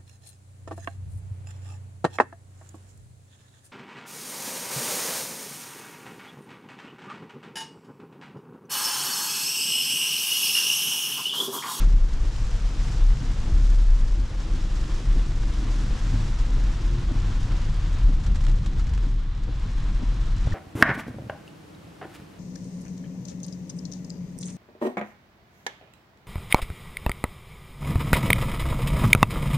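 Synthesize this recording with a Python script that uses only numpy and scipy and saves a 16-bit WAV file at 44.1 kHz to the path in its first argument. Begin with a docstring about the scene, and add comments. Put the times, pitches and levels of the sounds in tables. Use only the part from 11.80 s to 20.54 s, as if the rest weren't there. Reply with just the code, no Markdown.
"""A low boom and a tyre roar fill an electric car driving through heavy rain, as the road shakes its cabin.
Wet tyres hiss, fine rain sizzles on the windscreen and the wipers thud softly at each turn.
Seams in the road thump through the floor, the trim knocks and the drive whines faintly.
Under a tree the fine rain thins out and fat drops splat on the glass; the tyre hum sinks as the car slows.
"""
import sys
import numpy as np
from scipy import signal
from scipy.fft import rfft, irfft, next_fast_len
from scipy.io import wavfile
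from scipy.ndimage import uniform_filter1d, minimum_filter1d

SR = 44100
rng = np.random.default_rng(int(sys.argv[2]) if len(sys.argv) > 2 else 0)


def int16_out(signal):
    """Quantize to a 16-bit WAV file."""
    q = np.round(np.clip(np.atleast_2d(signal).T, -1, 1) * 32767)
    wavfile.write(sys.argv[1], SR, q.astype(np.int16))


N = 385434
TIME = np.arange(N) / SR

# Relative levels of the water on the road and on the glass: time_s, spray_db, rain_db
WATER_LEVELS = [(0.0, -41, -47), (0.07, -52, -53), (0.22, -52.5, -57), (0.45, -51, -53),
                (0.7, -50.5, -51.5), (0.93, -50.5, -53), (1.08, -49.5, -50), (1.35, -50, -52.5),
                (1.65, -50.5, -52), (2.33, -53, -55), (2.8, -49, -53), (2.95, -50.5, -53),
                (3.12, -48.5, -50.8), (3.55, -50.5, -54), (3.88, -48, -51.5), (4.1, -48.5, -51.5),
                (4.35, -46.5, -50), (4.58, -49, -54), (5.7, -48, -53.5), (6.22, -48.5, -55),
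                (6.38, -52, -57), (6.8, -52.5, -56), (7.27, -52.5, -57.5), (7.36, -55, -63.5),
                (7.49, -54, -66), (7.63, -53, -61.5), (7.95, -51, -58), (8.55, -50.3, -58),
                (8.74, -48.5, -55.5)]
# Wiper reversals, top and foot of the sweep by turns: time_s, strength_db, cutoff_hz, other_blade_lag_s
WIPER_REVERSALS = [(0.449, -29, 500, .014), (0.958, -31, 600, -0.012), (1.427, -28, 500, -.017),
                   (1.916, -42, 500, .014), (2.389, -30.5, 360, .014), (2.85, -33, 800, .014),
                   (3.365, -25.5, 520, -.013), (3.829, -30, 550, 0.021), (4.334, -21, 380, -.016),
                   (4.779, -26, 800, -0.011), (5.313, -20, 320, .035), (5.74, -26, 600, 0.011),
                   (6.288, -23.5, 540, -.008), (6.68, -26.5, 650, 0.019), (7.262, -27, 380, .014),
                   (7.687, -25.5, 600, 0.017), (8.226, -21.5, 340, -.012), (8.668, -30, 694, -.014)]


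def road(boom_db=-22, roar_trim_db=-1, drone_trim_db=-1, waver_db=1.5, attack_s=.058, release_s=.077):
    """Forced vibration: the uneven road makes the cabin air boom, the tread roar and the panels drone."""
    # Rough stretches that pump the air mode: start_s, length_s, level_db
    rough_patches = [(0.0, 0.205, -14.5), (0.406, 0.03, -19), (1.159, 0.11, -15.3), (1.735, 0.58, -17),
                     (2.994, 0.033, -22), (3.287, 0.058, -15.5), (4.475, 0.57, -25), (6.217, 0.14, -17.5),
                     (6.475, 0.82, -20.5)]
    # Smooth stretches where the boom sinks: start_s, length_s, change_db
    smooth_patches = [(1.4, .04, -5), (2.46, 0.19, -4), (3.197, 0.03, -12), (7.422, 0.51, -3.5)]
    # Coarseness of the surface, as relative levels: time_s, roar_db, drone_db
    coarseness = [(0.0, -25, -36.5), (0.12, -34, -43.5), (0.3, -36.5, -46), (0.7, -35.5, -45),
                  (1.0, -33.5, -45), (1.7, -34, -40), (2.1, -36.5, -45.5), (2.7, -36, -41.5),
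                  (4.35, -30.5, -41.5), (4.6, -33, -41), (5.5, -31.5, -42), (6.5, -30.5, -44.5),
                  (7.15, -33, -44), (7.42, -38.5, -47), (7.85, -32.5, -46.5), (8.45, -34, -44.5),
                  (8.74, -28, -42)]
    # Spectra of cabin air, tread and body panels: frequency_hz, density_db
    boom_spectrum = [(10, -24), (20, -4.5), (28, -1), (36, 3), (44, -1), (53, -12.5), (64, -15.5),
                     (76, -21.5), (95, -28.5), (130, -83.5), (2000, -140)]
    roar_spectrum = [(40, -32), (62, -8.5), (78, -2), (95, -3), (112, 1), (135, -3.5), (165, -8.5),
                     (210, -18), (320, -46), (600, -71), (4000, -140)]
    drone_spectrum = [(120, -14.5), (185, 1), (220, -1), (250, 1), (280, -3), (320, -1.5), (370, -9),
                      (440, -16), (600, -38), (1000, -42), (10000, -120)]
    pumping = sum(from_db(db) * envelope(s, length, attack_s, release_s)
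                  for s, length, db in rough_patches)
    dip_db = sum(db * envelope(s, length, release_s, attack_s) for s, length, db in smooth_patches)
    roar_db, drone_db = in_time(coarseness)
    boom = noise(boom_spectrum)
    boom_power = uniform_filter1d(boom[0] ** 2, int(.16 * SR))
    boom = from_db(boom_db + dip_db) * boom / np.sqrt(boom_power + .0097)  # only quick throbs remain
    resonance = pumping * air_mode()
    roar = from_db(roar_db + roar_trim_db + waver_db * drift(4.8)) * noise(roar_spectrum)
    drone = from_db(drone_db + drone_trim_db + waver_db * drift(4.5)) * noise(drone_spectrum)
    return boom + resonance + roar + drone


def air_mode(pitch_hz=35, wander_hz=5, throb_db=1.2):
    """Cavity resonance: the cabin's lowest air mode, driven hard, wavers in pitch and strength."""
    phase = 2 * np.pi * np.cumsum(pitch_hz + wander_hz * drift(16)) / SR
    return unit_rms(from_db(throb_db * drift(6)) * np.sin(phase))


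def seams(level_db=-2, tyre_cutoff_hz=220):
    """Impulse response: the soft tyre low-passes each blow from a seam; suspension and floor ring."""
    # Wheels dropping over seams: time_s, strength_db
    crossings = [(0.07, -39), (1.72, -19), (6.27, -32), (6.95, -23.5), (7.07, -19.5), (8.65, -30)]
    # Modes of suspension and floor: pitch_hz, gain_db, t60_s
    floor_modes = [(70, 1.5, 0.48), (102.4, -5, 0.15), (163, -13.5, 0.077)]
    blows = soften(clicks(crossings), tyre_cutoff_hz)
    return from_db(level_db) * sum(from_db(db) * ring(blows, hz, t60) for hz, db, t60 in floor_modes)


def spray(hiss_trim_db=2, wash_trim_db=2, wash_follows=.71, flutter_db=1, grain_db=-6):
    """Turbulence and impact noise: tyres cut the water film; the wheel-arch wash grows with the rain."""
    # Spectra of the spray and the duller wash: frequency_hz, density_db
    spray_spectrum = [(350, -35), (600, -7.5), (800, -5), (1000, 0.5), (1300, -2), (1750, -4), (2300, -8),
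                      (2750, -8), (3400, -8), (4000, -9.5), (4500, -13.5), (7000, -26.5), (14000, -62)]
    wash_spectrum = [(150, -41.5), (330, -14.5), (420, -0.5), (490, 1.5), (570, -2), (640, -5), (760, -3.5),
                     (900, -7.5), (1200, -24), (2500, -49.5), (12000, -88.5)]
    spray_db, rain_db = in_time(WATER_LEVELS)
    wash_db = np.median(rain_db) + wash_follows * (rain_db - np.median(rain_db))
    droplets = unit_rms(in_cabin(drops(per_s=2000, spread_db=2.5), wet_db=-.5, t60=.05))
    excitation = rng.standard_normal((2, N)) + from_db(grain_db) * droplets
    hiss = from_db(spray_db + hiss_trim_db) * unit_rms(two_ears(excitation, spray_spectrum))
    flutter = from_db(flutter_db * drift(26))
    wash = from_db(wash_db + wash_trim_db) * noise(wash_spectrum)
    return flutter * (hiss + wash)


def rain(trim_db=3, drops_per_s=5000, gust_db=1.14, flurry_db=.5, shelter_db=-3.5):
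    """Shot noise on the windscreen: heavier rain brings more and harder drops; a tree holds some back."""
    # Spectrum of fine drops on glass: frequency_hz, density_db
    rain_spectrum = [(400, -20.5), (1200, 1), (2500, -2.5), (4000, -2.5), (5300, 0.5), (6500, -2),
                     (7750, -4.5), (8100, -9.5), (9000, -11), (10000, -14.5), (11000, -23), (13000, -28),
                     (15500, -38)]
    _, rain_db = in_time(WATER_LEVELS)
    under_tree = envelope(start_s=6.42, length_s=.76, attack_s=.1, release_s=.1)
    rain_db = rain_db + shelter_db * under_tree
    vigour = from_db(rain_db - np.median(rain_db))
    impacts = np.sqrt(vigour) * drops(drops_per_s * vigour, spread_db=3.5)
    flurries = from_db(gust_db * drift(52) + flurry_db * drift(5.3))
    sizzle = two_ears(in_cabin(impacts * flurries, wet_db=0, t60=.094), rain_spectrum)
    overall_rms = from_db(trim_db) * np.sqrt(np.mean(from_db(rain_db) ** 2))
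    return overall_rms * unit_rms(sizzle)


def wipers(trim_db=0, judder_db=-10, judder_t60=.08, left_db=.8):
    """Modal ringing: flipping blades judder and strike the glass, a thud at the top, a knock below."""
    # Modes of the windscreen at either end of the sweep: pitch_hz, top_db, foot_db, t60_s
    screen_modes = [(120, -1, 0, 0.07), (160, -1, -3, 0.04), (254, -0.5, -13, 0.06), (290, -4.5, -7, 0.05),
                    (392, -10, -15, 0.035), (508, -19, -9, 0.028), (635, -14, -11, 0.02),
                    (780, -19, -8, 0.02)]
    flips = [blade_flip(*turn) for turn in WIPER_REVERSALS]
    at_top, at_foot = sum(flips[0::2]), sum(flips[1::2])
    thud = 0
    for k, (hz, top_db, foot_db, t60) in enumerate(screen_modes):
        force = from_db(top_db) * at_top + from_db(foot_db) * at_foot
        thud = thud + (-1) ** k * ring(force, hz, t60)
    impulse = clicks([(.00045, .0059)])
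    judder = np.array([echoes(impulse, judder_t60) for _ in range(2)])
    thud = thud + from_db(judder_db) * signal.fftconvolve(judder, thud[None], axes=1)[:, :N]
    return from_db(trim_db + np.array([[left_db], [-left_db]])) * thud


def blade_flip(time_s, strength_db, cutoff_hz, lag_s, other_blade_db=-6):
    """Soft contact: two blades flop over a moment apart, and the rubber rounds off each slap."""
    slaps = clicks([(time_s, strength_db), (time_s + lag_s, strength_db + other_blade_db)])
    return soften(slaps, cutoff_hz)


def scuffs(relative_db=-17.5, swell_s=.018):
    """Friction noise: around each turn the rubber brushes the wet glass in a brief, dull swell."""
    # Spectrum of rubber on wet glass: frequency_hz, density_db
    scuff_spectrum = [(70, -28), (170, -6), (270, 0), (340, -3), (450, -13), (750, -17), (1100, -29),
                      (3000, -65), (10000, -100)]
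    swell = sum(from_db(db + relative_db) * np.exp(-np.abs(TIME - s) / swell_s)
                for s, db, _, _ in WIPER_REVERSALS)
    return swell * noise(scuff_spectrum)


def splats(trim_db=5.5, splash_db=-15.5):
    """Impact and splash: a fat drop cracks on the glass, then its droplets scatter for milliseconds."""
    # Fat drops, most of them from the tree: time_s, strength_db, scatter_s
    fat_drops = [(1.071, -34, .012), (4.587, -33, 0.029), (5.629, -35, .008), (6.436, -33, 0.013),
                 (6.464, -30, .008), (6.546, -34, .008), (6.556, -31.5, .013), (6.607, -33.5, 0.016),
                 (6.638, -31, 0.0065), (6.648, -35, .007), (6.667, -24.5, 0.0015), (6.683, -32, .007),
                 (6.695, -36, 0.013), (6.715, -34, 0.0052), (6.756, -40, 0.016), (6.786, -36, 0.0037),
                 (6.845, -37.5, 0.01), (6.861, -28.5, 0.0066), (6.932, -37, 0.0054), (6.985, -34.5, .004),
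                 (6.995, -33.5, 0.015), (7.069, -34, 0.01), (7.093, -36, .01), (7.136, -31.5, 0.0073),
                 (7.149, -37, .004), (7.177, -33.5, .007), (7.228, -39, .025), (7.636, -37, .005)]
    # Spectrum of a splat: frequency_hz, gain_db
    splat_spectrum = [(300, -24), (800, 7.5), (1400, 8.5), (2400, 4), (4000, 4), (7500, 0), (8300, -6.5),
                      (10000, -12), (12000, -26), (16000, -29)]
    scatter = sum(from_db(db) * np.exp(-np.abs(TIME - s) / scatter_s) * (TIME >= s)
                  for s, db, scatter_s in fat_drops)
    splash = scatter * unit_rms(drops(per_s=9000, spread_db=1.8))
    impacts = clicks([(s, db) for s, db, _ in fat_drops]) + from_db(splash_db) * splash
    return two_ears(in_cabin(from_db(trim_db) * impacts, wet_db=-4, t60=.049), splat_spectrum)


def tread_hum(sag_per_s=.165, waver_hz=5, edge_s=.42):
    """Periodic excitation: the tread's wavering tones sink in proportion as the car slows."""
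    # Tones of the tread: start_s, length_s, start_pitch_hz, level_db
    tread_tones = [(5.05, 1.42, 101.7, -34.5), (4.98, 0.37, 361, -51)]
    hum = 0
    for s, length, hz, db in tread_tones:
        phase = 2 * np.pi * np.cumsum(hz * (1 - sag_per_s * (TIME - s))) / SR
        tone = drift(waver_hz) * np.sin(phase) + drift(waver_hz) * np.cos(phase)
        hum = hum + from_db(db) * envelope(s, length, edge_s, edge_s) * tone
    return hum


def knocks(rattle_db=-3):
    """Damped vibration: trim panels knock and buzz briefly as the body flexes."""
    # Knocks of the trim: time_s, strength_db, pitch_hz, t60_s
    trim_hits = [(6.995, -33, 1320, 0.013), (7.178, -31, 1190, 0.0083), (8.673, -23, 644, 0.0064),
                 (8.723, -32.5, 1800, 0.032)]
    sound = 0
    for s, db, hz, t60 in trim_hits:
        hit = clicks([(s, db)])
        rattle = np.array([echoes(hit, t60=.039), echoes(hit, t60=.037)])
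        sound = sound + ring(hit + from_db(rattle_db) * rattle, hz, t60)
    return sound


def panel_hum(pitch_hz=316, level_db=-51):
    """Plate resonance: one randomly shaken body panel sings in a narrow band while the car is at speed."""
    tone = unit_rms(ring(rng.standard_normal(N), pitch_hz, t60=.08))
    return from_db(level_db) * envelope(start_s=2.5, length_s=1.4, attack_s=.6, release_s=.6) * tone


def whines(start_db=-17, rise_db_per_s=2.5):
    """Narrow-band noise: thin, unsteady tones of the drive grow louder as the car eases off."""
    # Whines of the drive: pitch_hz, bandwidth_hz, relative_db
    bands = [(3300, 250, -70), (4080, 50, -71)]
    tones = 0
    for hz, bandwidth_hz, db in bands:
        t60 = np.log(1000) / (np.pi * bandwidth_hz)
        tones = tones + from_db(db) * unit_rms(ring(rng.standard_normal((2, N)), hz, t60))
    return from_db(start_db + rise_db_per_s * TIME) * tones


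def drops(per_s, spread_db):
    """Poisson process: independent impacts, many small and a few large."""
    sizes = from_db(spread_db * np.minimum(rng.exponential(1, N), 5))
    return (rng.random(N) < per_s / SR) * sizes * rng.choice([-1, 1], N)


def in_cabin(x, wet_db, t60):
    """Direct and diffuse field as mid and side: the side holds reflections only."""
    wet = from_db(wet_db)
    mid = (x + wet * echoes(x, t60)) / np.hypot(1, wet)
    return np.array([mid, echoes(x, t60)])


def echoes(x, t60):
    """Reverberation: each click sets off dense, dying reflections with as much energy as itself."""
    retained = from_db(-60 / (t60 * SR)) ** 2
    energy = signal.lfilter([1 - retained], [1, -retained], x ** 2 + 1e-18)
    return np.sqrt(energy) * rng.standard_normal(N)


def two_ears(mid_side, spectrum):
    """Interaural coherence: mid and side become left and right, alike in the bass, wider in the treble."""
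    # How much the ears differ: frequency_hz, side_over_mid_db
    width = [(30, -38), (70, -31), (125, -19.5), (220, -21), (400, -10.5), (700, -10), (1400, -9.5),
             (2600, -5), (5000, -10), (10000, -11)]
    mid, side = mid_side[0], colour(mid_side[1], width)
    return colour(np.array([mid + side, mid - side]), spectrum)


def noise(spectrum):
    """Filtered Gaussian noise, stereo, of rms 1."""
    return unit_rms(two_ears(rng.standard_normal((2, N)), spectrum))


def colour(x, spectrum):
    """Minimum-phase filter that follows rows of frequency_hz, gain_db."""
    size = 2 * next_fast_len(N // 2 + SR // 8, real=True)
    hz, db = np.transpose(spectrum)
    grid_hz = np.maximum(np.arange(size // 2 + 1) * SR / size, 1)
    gain = from_db(np.interp(np.log(grid_hz), np.log(hz), db))
    cepstrum = irfft(np.log(gain))
    cepstrum[1:size // 2] *= 2  # folding the cepstrum makes the filter causal
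    cepstrum[size // 2 + 1:] = 0
    return irfft(rfft(x, size) * np.exp(rfft(cepstrum)))[..., :N]


def ring(x, hz, t60):
    """Damped resonator: a unit click starts a decaying sine of height 1."""
    radius, angle = from_db(-60 / (t60 * SR)), 2 * np.pi * hz / SR
    return signal.lfilter([0, np.sin(angle)], [1, -2 * radius * np.cos(angle), radius ** 2], x + 1e-18)


def soften(x, cutoff_hz):
    """Compliance acts as a second-order low-pass on a blow."""
    return signal.sosfilt(signal.butter(2, cutoff_hz, fs=SR, output="sos"), x + 1e-18)


def clicks(rows):
    """One impulse for each row of time_s, level_db."""
    impulses = np.zeros(N)
    for s, db in rows:
        impulses[int(s * SR)] += from_db(db)
    return impulses


def drift(rate_hz, hop=40):
    """Random modulation: low-passed noise of rms 1."""
    pole = np.exp(-2 * np.pi * rate_hz * hop / SR)
    slow = signal.lfilter([1], [1, -2 * pole, pole ** 2], rng.standard_normal(N // hop + 2002))[2000:]
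    return np.interp(np.arange(N) / hop, np.arange(len(slow)), unit_rms(slow))


def envelope(start_s, length_s, attack_s, release_s):
    """Trapezoid from 0 to 1: attack, hold, release."""
    rise = (TIME - start_s) / attack_s + .5
    fall = (start_s + length_s - TIME) / release_s + 1
    return np.clip(np.minimum(rise, fall), 0, 1)


def in_time(rows):
    """Linear interpolation of each column after time_s, sample by sample."""
    times, *columns = np.transpose(rows)
    return [np.interp(TIME, times, column) for column in columns]


def from_db(db):
    """Decibels to amplitude gain."""
    return 10 ** (np.asarray(db) / 20)


def unit_rms(x):
    """Scale to rms 1."""
    return x / np.sqrt(np.mean(x ** 2) + 1e-20)


def limiter(x, ceiling_db=-8.3, release_db_per_s=60, smoothing_s=.008):
    """Peak limiting: strong booms push the whole sound down for a moment."""
    over_db = np.maximum(20 * np.log10(np.abs(x).max(axis=0) + 1e-9) - ceiling_db, 0)
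    recovery_db = release_db_per_s * TIME
    held_db = np.maximum.accumulate(over_db + recovery_db) - recovery_db
    window = int(smoothing_s * SR)
    return x * from_db(uniform_filter1d(minimum_filter1d(-held_db, window), window))


def scene():
    """Superposition of all sources, heard from between the front seats."""
    rolling = road() + tread_hum() + panel_hum() + seams()
    water = spray() + rain() + splats()
    return rolling + water + wipers() + scuffs() + knocks() + whines()


def record(dry, cutoff_hz=15500):
    """Balance and band limit: the bass leans slightly left, peaks are limited and the top is cut."""
    # Level difference between the channels: frequency_hz, left_over_right_db
    balance = [(40, 0.96), (90, 0.5), (170, 0.5), (350, 1), (700, 0.6), (1500, -0.1), (3000, 0.1),
               (5500, 0.8), (10000, -1)]
    left = colour(dry[0], [(hz, db / 2) for hz, db in balance])
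    right = colour(dry[1], [(hz, -db / 2) for hz, db in balance])
    lowpass = signal.ellip(10, .1, 80, cutoff_hz, fs=SR, output="sos")
    return signal.sosfilt(lowpass, limiter(np.array([left, right])))


dry = scene()
out = record(dry)
int16_out(out)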